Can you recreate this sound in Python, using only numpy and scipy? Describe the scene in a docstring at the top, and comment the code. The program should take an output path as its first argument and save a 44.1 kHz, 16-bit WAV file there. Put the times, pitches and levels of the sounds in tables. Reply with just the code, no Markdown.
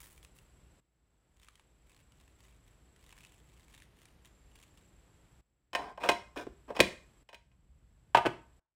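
"""Hard wax beads trickle from a scoop into a warmer pot, snapping against each other, then are spread
with the fingertips. A plastic lid knocks on the rim, rings on, scrapes into place and drops home;
later it is lifted and set on a wooden worktop. Each knock is a noise crack plus ringing modes.
Close up in a small quiet room. Background rumble, hiss and a thin whine drop at three edit cuts,
fade back in, and cut off at the end."""
import sys
import numpy as np
from scipy import signal
from scipy.fft import rfft, irfft
from scipy.io import wavfile

SR = 44100
rng = np.random.default_rng(int(sys.argv[2]) if len(sys.argv) > 2 else 0)


def dump(signal):
    """Clip the signal to [-1, 1] and save it as 16-bit WAV at the path in sys.argv[1]."""
    limited = np.clip(np.atleast_2d(signal).T, -1, 1)
    pcm = np.round(limited * 32767).astype(np.int16)
    wavfile.write(sys.argv[1], SR, pcm)


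N = 385875
TIME_S = np.arange(N) / SR

# Table levels are relative. Background spectra: f/Hz, level/dB
RUMBLE_SPECTRUM = [(22, -28), (38, -2.5), (60, 4), (85, -7.5), (120, -6), (180, -11), (300, -29),
                   (600, -42), (2000, -77)]
HISS_SPECTRUM = [(60, -8), (300, 4.5), (600, -2), (1200, -6), (3000, -10.5), (6000, -19), (10000, -20),
                 (14700, -25.5), (15600, -40.5)]
# three edit cuts, then the ending: t/s, depth/dB, hold/s, rumble fade-in tau/s, hiss fade-in tau/s
BACKGROUND_CUTS = [(0.799, 15.5, 0.092, 0.68, 0.64), (5.407, 16.5, 0.29, 0.029, 0.38),
                   (7.229, 14, 0.056, 0.14, 1), (8.595, 36, 0.099, .5, .5)]
# reverb decay: f/Hz, t60/s
ROOM_DECAY = [(150, 0.36), (400, 0.2962), (1000, 0.4341), (2700, 0.31), (7000, 0.41), (14000, 0.28)]
# reverb colour: f/Hz, level/dB
ROOM_EQ = [(100, 3), (400, -3), (900, -8), (2000, -2.5), (5000, -5.5), (14000, -7)]
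# scoop shakes and finger strokes: t/s, length/s, level/dB
SCOOP_SHAKES = [(-.02, 0.14, -49.5), (.07, 0.16, -61.5), (.222, .07, -65), (.34, .14, -66.5)]
FINGER_STROKES = [(1.33, 0.33, -70.5), (1.86, 0.19, -66.5), (2.12, 0.32, -73.5), (2.35, 0.24, -67.5),
                  (2.64, 0.13, -75.5), (2.95, 0.57, -64.5), (3.45, 0.32, -69.5), (3.66, 0.22, -63.5),
                  (3.94, .24, -70), (4.245, 0.041, -62), (4.49, 0.22, -63.5), (4.72, 0.2, -71)]
# colour of falling and of stirred beads: f/Hz, level/dB
POUR_EQ = [(300, -20), (1000, -3), (2800, -2), (5000, -7.5), (7500, -3.5), (10000, 0), (12000, -10),
           (14500, 1.5), (16000, -6)]
STIR_EQ = [(300, -32), (1000, 3.5), (1400, -3.5), (2000, 2), (3100, 2), (5000, -7), (7000, -3),
           (10000, -4.5), (12000, -15), (14500, -6), (16000, -15)]
# loudest single bead collisions: t/s, level/dB, ring f/Hz
BEAD_SNAPS = [(0.178, -46, 2370), (0.229, -45, 3400), (0.248, -43, 2560), (0.387, -45.5, 2690),
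              (1.485, -41.5, 1200), (1.555, -49, 3220), (1.596, -48, 910), (2.121, -53, 2940),
              (2.962, -52.5, 1920), (3.128, -45.5, 1030), (3.249, -40, 2610), (3.742, -44, 1810),
              (3.801, -49, 2400), (3.821, -42, 1810), (4.055, -43.5, 2410), (4.248, -47, 1870),
              (4.556, -49, 2430)]
# modes of the lid, and of the worktop with the lid on it: f/Hz, level/dB, base t60/s
LID_MODES = [(193.8, 9, 0.44), (207.5, 6, .22), (299.5, 7, 0.17), (364, 6, 0.095), (411.8, 10.5, 0.097),
             (509, 10.5, .08), (600, 12, 0.11), (650, 7.5, 0.15), (700.4, 13.5, 0.18), (870, 7, .15),
             (945, 12, 0.18), (1044, 14, 0.13), (1290, 0.5, 0.15), (1570, 11, 0.081), (1823, 10, 0.067),
             (2100, 4.5, 0.064), (2500, 16.5, .09), (2744, 4, 0.078), (3029, 13, 0.035), (3280, 8, 0.04),
             (3510, 7, .08), (4000, 12.5, 0.16), (4587, 8.5, 0.21), (5240, 14.5, 0.013), (5630, 7, 0.079),
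             (6670, 7.5, .07), (6930, 8, 0.048), (8620, 11, 0.13), (9900, 4, 0.016)]
WORKTOP_MODES = [(124.7, 16, 0.26), (206.4, 4, 0.2), (316, 2.2, .12), (366, 4.3, .16), (410.6, 5.9, 0.11),
                 (568, 3.5, 0.19), (639, 9.2, 0.11), (703, 5.7, 0.13), (750, 9, 0.09), (846, 2.3, 0.14),
                 (915, 8.3, 0.12), (948, 10.5, 0.092), (1065, 4.9, 0.17), (1214, 9.5, 0.19),
                 (1337, 6.2, 0.15), (1390, 3, 0.11), (1531, 9.5, 0.065), (1668, 12, 0.066),
                 (2500, 11.25, 0.0925), (2690, 12, 0.064), (3004, 8.1, 0.051), (3294, 5, 0.077)]
# colour of all lid contacts: f/Hz, level/dB
LID_EQ = [(30, -19.5), (75, -10), (140, -12.5), (300, -1), (900, 1.5), (1350, -5.5), (2500, -4.5),
          (3300, -9), (4300, -14.5), (6300, -20), (9000, -21), (11500, -31.5), (14500, -29.5),
          (16000, -32.5)]
# lid ringing on after the first knock (first row), then scraping on the rim:
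# t/s, length/s, force/dB, thump/dB, tick/dB, favoured f/Hz
RING_ON_AND_SCRAPES = [(5.76, 0.17, 2, -2, -11, 1079), (5.997, 0.098, -0.5, 0, -2.5, 2500),
                       (6.028, 0.081, 10.5, 4.5, -6, 704), (6.358, 0.084, 4, 7.5, -3.5, 490),
                       (6.678, 0.055, -4.5, 9.5, -8, 494.3), (6.747, .05, 2.5, -2, -4.5, 945)]
# lid striking the pot and the worktop: t/s, force/dB, thump/dB, tick/dB, favoured f/Hz
POT_HITS = [(5.7315, -3.5, -4.5, 0.5, 1010), (5.7497, 8, -7.5, 1, 1830), (5.975, -4.5, -6.5, -13.5, 897),
            (6.036, 2.5, -4, -3.5, 2500), (6.0885, 17.5, -3.5, 1.5, 2100), (6.115, -3.5, 8, 7.5, 2500),
            (6.360, -9, 3.5, -7, 600), (6.373, -6, 6, 1.5, 2500), (6.467, -10, 16.5, -11.5, 425),
            (6.7035, -1.5, 7.5, -14.5, 600), (6.765, -1.5, 1.5, 0, 2500), (6.7915, 7.5, 9.5, -5, 480),
            (6.8025, 16.5, 11, 10, 3270), (7.289, -20, -7, 4, 870), (7.329, -15.5, -2, 1, 2120),
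            (7.344, -22, 2.5, 13, 1570), (7.515, -41, -4, 5, 2120)]
WORKTOP_HITS = [(8.147, 16.7, -9, -9, 919), (8.170, 10.7, -1.5, -6, 887), (8.183, 5.3, -5, -16.5, 744),
                (8.2515, 5.2, -1.5, -20, 590), (8.2575, 6.6, 1.5, -7, 1550), (8.2635, 7.5, 5, -7.5, 367)]


def amp(db):
    """dB to gain."""
    return 10 ** (np.asarray(db) / 20)


def unit_rms(x):
    """Scale to rms 1."""
    return x / np.sqrt(np.mean(x ** 2) + 1e-20)


def unit_energy(x):
    """Scale to energy 1."""
    return x / np.sqrt(np.sum(x ** 2) + 1e-20)


def lookup(points, hz):
    """Interpolate (f/Hz, value) points over log frequency."""
    points_hz, values = np.transpose(points)
    return np.interp(np.log(hz + 1), np.log(points_hz), values)


def add(mix, start_s, sound):
    """Mix in at start_s, or at 0 if that is negative."""
    part = mix[max(round(start_s * SR), 0):][:len(sound)]
    part += sound[:len(part)]


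def eq(x, points, size=4096):
    """Minimum-phase filter from (f/Hz, level/dB) points."""
    log_gain = np.log(amp(lookup(points, abs(np.fft.fftfreq(size, 1 / SR)))))
    taps = np.fft.ifft(np.exp(np.conj(signal.hilbert(log_gain)))).real
    return signal.oaconvolve(x, taps[:size // 2])[:len(x)]


def decay(t, t60_s):
    """Exponential fall, 60 dB in t60_s."""
    return np.exp(-np.log(1000) * t / t60_s)


def dip(t, hold_s, tau_s, fall_s=0.008):
    """Depth of a drop, 0..1: fast onset, hold, exponential recovery."""
    return np.clip(t / fall_s, 0, 1) * np.exp(-np.maximum(t - hold_s, 0) / tau_s)


def swell(t, length_s, peak_frac):
    """Envelope: grows until peak_frac of the length, then eases off."""
    return np.sqrt(np.interp(t / length_s, [0, peak_frac, 1], [0, 1, 0]))


def noise(spectrum):
    """Steady shaped noise, rms 1."""
    gain = amp(lookup(spectrum, np.fft.rfftfreq(N, 1 / SR)))
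    return unit_rms(irfft(rfft(rng.standard_normal(N)) * gain, N))


def whine(centre_hz=7720, fuzz_hz=190, throb_hz=28, swing_hz=105, throb_depth=0.35):
    """Fuzzy electrical whine, sagging with each throb; breaks off once, restarts flat, climbs back."""
    off_s, on_s, off_db, flat_hz = 3.79, 4.22, -18, 290
    throb = np.cos(2 * np.pi * throb_hz * TIME_S)
    lowpass = signal.butter(2, fuzz_hz, fs=SR, output="sos")
    fuzz = signal.sosfilt(lowpass, rng.standard_normal((2, N)))
    hz = centre_hz - swing_hz * throb - flat_hz * dip(TIME_S - on_s, hold_s=0, tau_s=0.62)
    carrier = np.exp(2j * np.pi * np.cumsum(hz) / SR)
    band = ((fuzz[0] + 1j * fuzz[1]) * carrier).real
    off = (TIME_S > off_s) & (TIME_S < on_s)
    return amp(off_db * off) * unit_rms((1 + throb_depth * throb) * band)


def background(rumble_db=-63.5, hiss_db=-70, whine_db=-78.5):
    """Rumble, hiss and whine: drop at three edit cuts, fade back in, cut off at the end."""
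    rumble_drop_db = hiss_drop_db = 0
    for start_s, depth_db, hold_s, rumble_tau_s, hiss_tau_s in BACKGROUND_CUTS:
        rumble_drop_db += depth_db * dip(TIME_S - start_s, hold_s, rumble_tau_s)
        hiss_drop_db += depth_db * dip(TIME_S - start_s, hold_s, hiss_tau_s)
    rumble = amp(rumble_db - rumble_drop_db) * noise(RUMBLE_SPECTRUM)
    hiss = amp(hiss_db) * noise(HISS_SPECTRUM)
    return rumble + amp(-hiss_drop_db) * (hiss + amp(whine_db) * whine())


def reverb(x, wet_db=-6, build_s=0.012):
    """Diffuse room tail: builds over the first reflections, decays per band."""
    hz, t, bands = signal.stft(rng.standard_normal(SR * 2 // 3), SR, nperseg=256)
    tail = signal.istft(bands * decay(t, lookup(ROOM_DECAY, hz)[:, None]), SR)[1]
    onset = (1 - decay(np.arange(len(tail)) / SR, build_s)) ** 2
    response = eq(unit_energy(tail * onset), ROOM_EQ)
    return amp(wet_db) * signal.oaconvolve(x, response)[:N]


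def crack(t, rise_s, t60_s):
    """Dense short-lived modes: a decaying noise burst, spectrum flattened."""
    burst = rng.standard_normal(len(t)) * (1 - decay(t + 1 / SR, rise_s)) * decay(t, t60_s)
    flat = irfft(np.exp(1j * np.angle(rfft(burst))), len(t))
    return unit_energy(flat * np.minimum(4 * decay(t, t60_s), 1))


def bead(t, hz, t60_s=0.016, ring_gain=0.4):
    """One collision: a dry snap and a brief ring."""
    ring = unit_energy(decay(t, t60_s) * np.sin(2 * np.pi * hz * t))
    return unit_energy(crack(t, 0.0007, t60_s) + ring_gain * ring)


def bead_rattle(gestures, tone, peak_frac, hits_per_s, spread_db, gain_db, pitches=16):
    """Random collisions of many beads, a few much harder; the level follows the hand."""
    out, t = np.zeros(N), np.arange(SR // 60) / SR
    end_s = max(start_s + length_s for start_s, length_s, _ in gestures)
    span_s = TIME_S[TIME_S < end_s]
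    power = sum((amp(db) * swell(span_s - start_s, length_s, peak_frac) ** 2) ** 2
                for start_s, length_s, db in gestures)
    strength = amp(spread_db * np.minimum(rng.exponential(1, N), 3))
    hits = strength * (rng.random(N) < hits_per_s / SR)
    pitch_index = rng.integers(0, pitches, N)
    rattle = np.zeros(len(span_s))
    for k, hz in enumerate(np.geomspace(1800, 11000, pitches)):
        impulses = (hits * (pitch_index == k))[:len(span_s)]
        add(rattle, 0, signal.oaconvolve(impulses, bead(t, hz)))
    add(out, 0, amp(gain_db) * np.sqrt(power) * unit_rms(eq(rattle, tone)))
    return out


def bead_snaps(gain_db, dull_db_per_oct=6):
    """Distinct single beads; low-ringing ones lie buried in the heap and lose treble."""
    out, t = np.zeros(N), np.arange(SR // 30) / SR
    for start_s, db, hz in BEAD_SNAPS:
        treble_db = dull_db_per_oct * min(np.log2(hz / 2400), 0)
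        tone = [(300, -28), (1100, -2.5), (3000, 2),
                (5000, -3.5 + treble_db), (10000, -1 + treble_db), (15500, -26 + treble_db)]
        snap = eq(bead(t, hz), tone)
        add(out, start_s, amp(db + gain_db) * snap / abs(snap).max())
    return out


def modal_ring(t, modes, t60_scale, favoured_hz, favour_db=6, lag_rad=np.pi):
    """Struck modes, damped by hand or seat; the contact point boosts those near favoured_hz."""
    out = np.zeros(len(t))
    for k, (hz, db, t60_s) in enumerate(modes):
        nearness = np.exp(-(np.log(hz / favoured_hz) / 0.038) ** 2)
        gain = amp(db + favour_db * nearness) * 2 * np.log(1000) / (t60_s * SR)
        phase = 2 * np.pi * hz * t - k * lag_rad  # wave travel: each mode trails the last
        out += gain * decay(t, t60_s * t60_scale) * np.sin(phase)
    return out * (1 - decay(t, 0.0053))  # bending waves take time to spread


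def contact(x, thump_db, clack_db, tick_db):
    """A flat contact thumps; an edge clacks and ticks."""
    return eq(x, [(380, thump_db), (750, 0), (1200, 0),
                  (2400, clack_db), (3600, clack_db), (7000, tick_db)])


def lid_ring_on_and_scrapes(taps_per_s, gain_db):
    """Dense random taps drive the lid's modes: its ring after the first knock, then rim scrapes."""
    out, t = np.zeros(N), np.arange(SR // 3) / SR
    for start_s, length_s, force_db, thump_db, tick_db, favoured_hz in RING_ON_AND_SCRAPES:
        strength = rng.choice([-1, 1], len(t)) * rng.uniform(0.44, 1, len(t))
        impulses = unit_rms(strength * (rng.random(len(t)) < taps_per_s / SR))
        tap = amp(-1.5) * crack(t, rise_s=0.0054, t60_s=0.0046)
        tap += modal_ring(t, LID_MODES, 0.31, favoured_hz, favour_db=7)
        driven = signal.fftconvolve(impulses * swell(t, length_s, peak_frac=0.24), tap)[:len(t)]
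        add(out, start_s, amp(force_db + gain_db) * contact(driven, thump_db, tick_db, tick_db))
    return out


def lid_knocks(hits, modes, crack_db, crack_t60_s, ring_db, lag_rad, clack_share):
    """Each blow is a crack plus ringing modes; flatter contact damps both."""
    out, t = np.zeros(N), np.arange(SR // 3) / SR
    for start_s, force_db, thump_db, tick_db, favoured_hz in hits:
        t60_scale = 0.75 * 2 ** (-thump_db / 17)  # halves per 17 dB of thump
        blow = amp(crack_db) * crack(t, 0.006, crack_t60_s * np.sqrt(t60_scale))
        blow += amp(ring_db) * modal_ring(t, modes, t60_scale, favoured_hz, lag_rad=lag_rad)
        add(out, start_s, amp(force_db) * contact(blow, thump_db, clack_share * tick_db, tick_db))
    return out


def scene():
    """Beads, then the lid, with reverb over the background; mono."""
    beads = bead_snaps(gain_db=-2)
    beads += bead_rattle(SCOOP_SHAKES, POUR_EQ, peak_frac=0.15, hits_per_s=600,
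                         spread_db=3.5, gain_db=-3)
    beads += bead_rattle(FINGER_STROKES, STIR_EQ, peak_frac=0.31, hits_per_s=330,
                         spread_db=5.2, gain_db=1)
    lid = lid_knocks(POT_HITS, LID_MODES, crack_db=-2.5, crack_t60_s=0.057,
                     ring_db=-2.5, lag_rad=2.8, clack_share=0.98)
    lid += lid_ring_on_and_scrapes(taps_per_s=1400, gain_db=-34)
    lid += lid_knocks(WORKTOP_HITS, WORKTOP_MODES, crack_db=1.5, crack_t60_s=0.068,
                      ring_db=0.5, lag_rad=1.215, clack_share=0.47)
    direct = beads + eq(lid, LID_EQ)
    return (direct + reverb(direct) + background())[None]


def record(dry):
    """Low-pass at 16.1 kHz."""
    taps = signal.firwin(511, 16100, window=("kaiser", 9), fs=SR)
    return signal.oaconvolve(dry, taps[None], "same")


dry = scene()
out = record(dry)
dump(out)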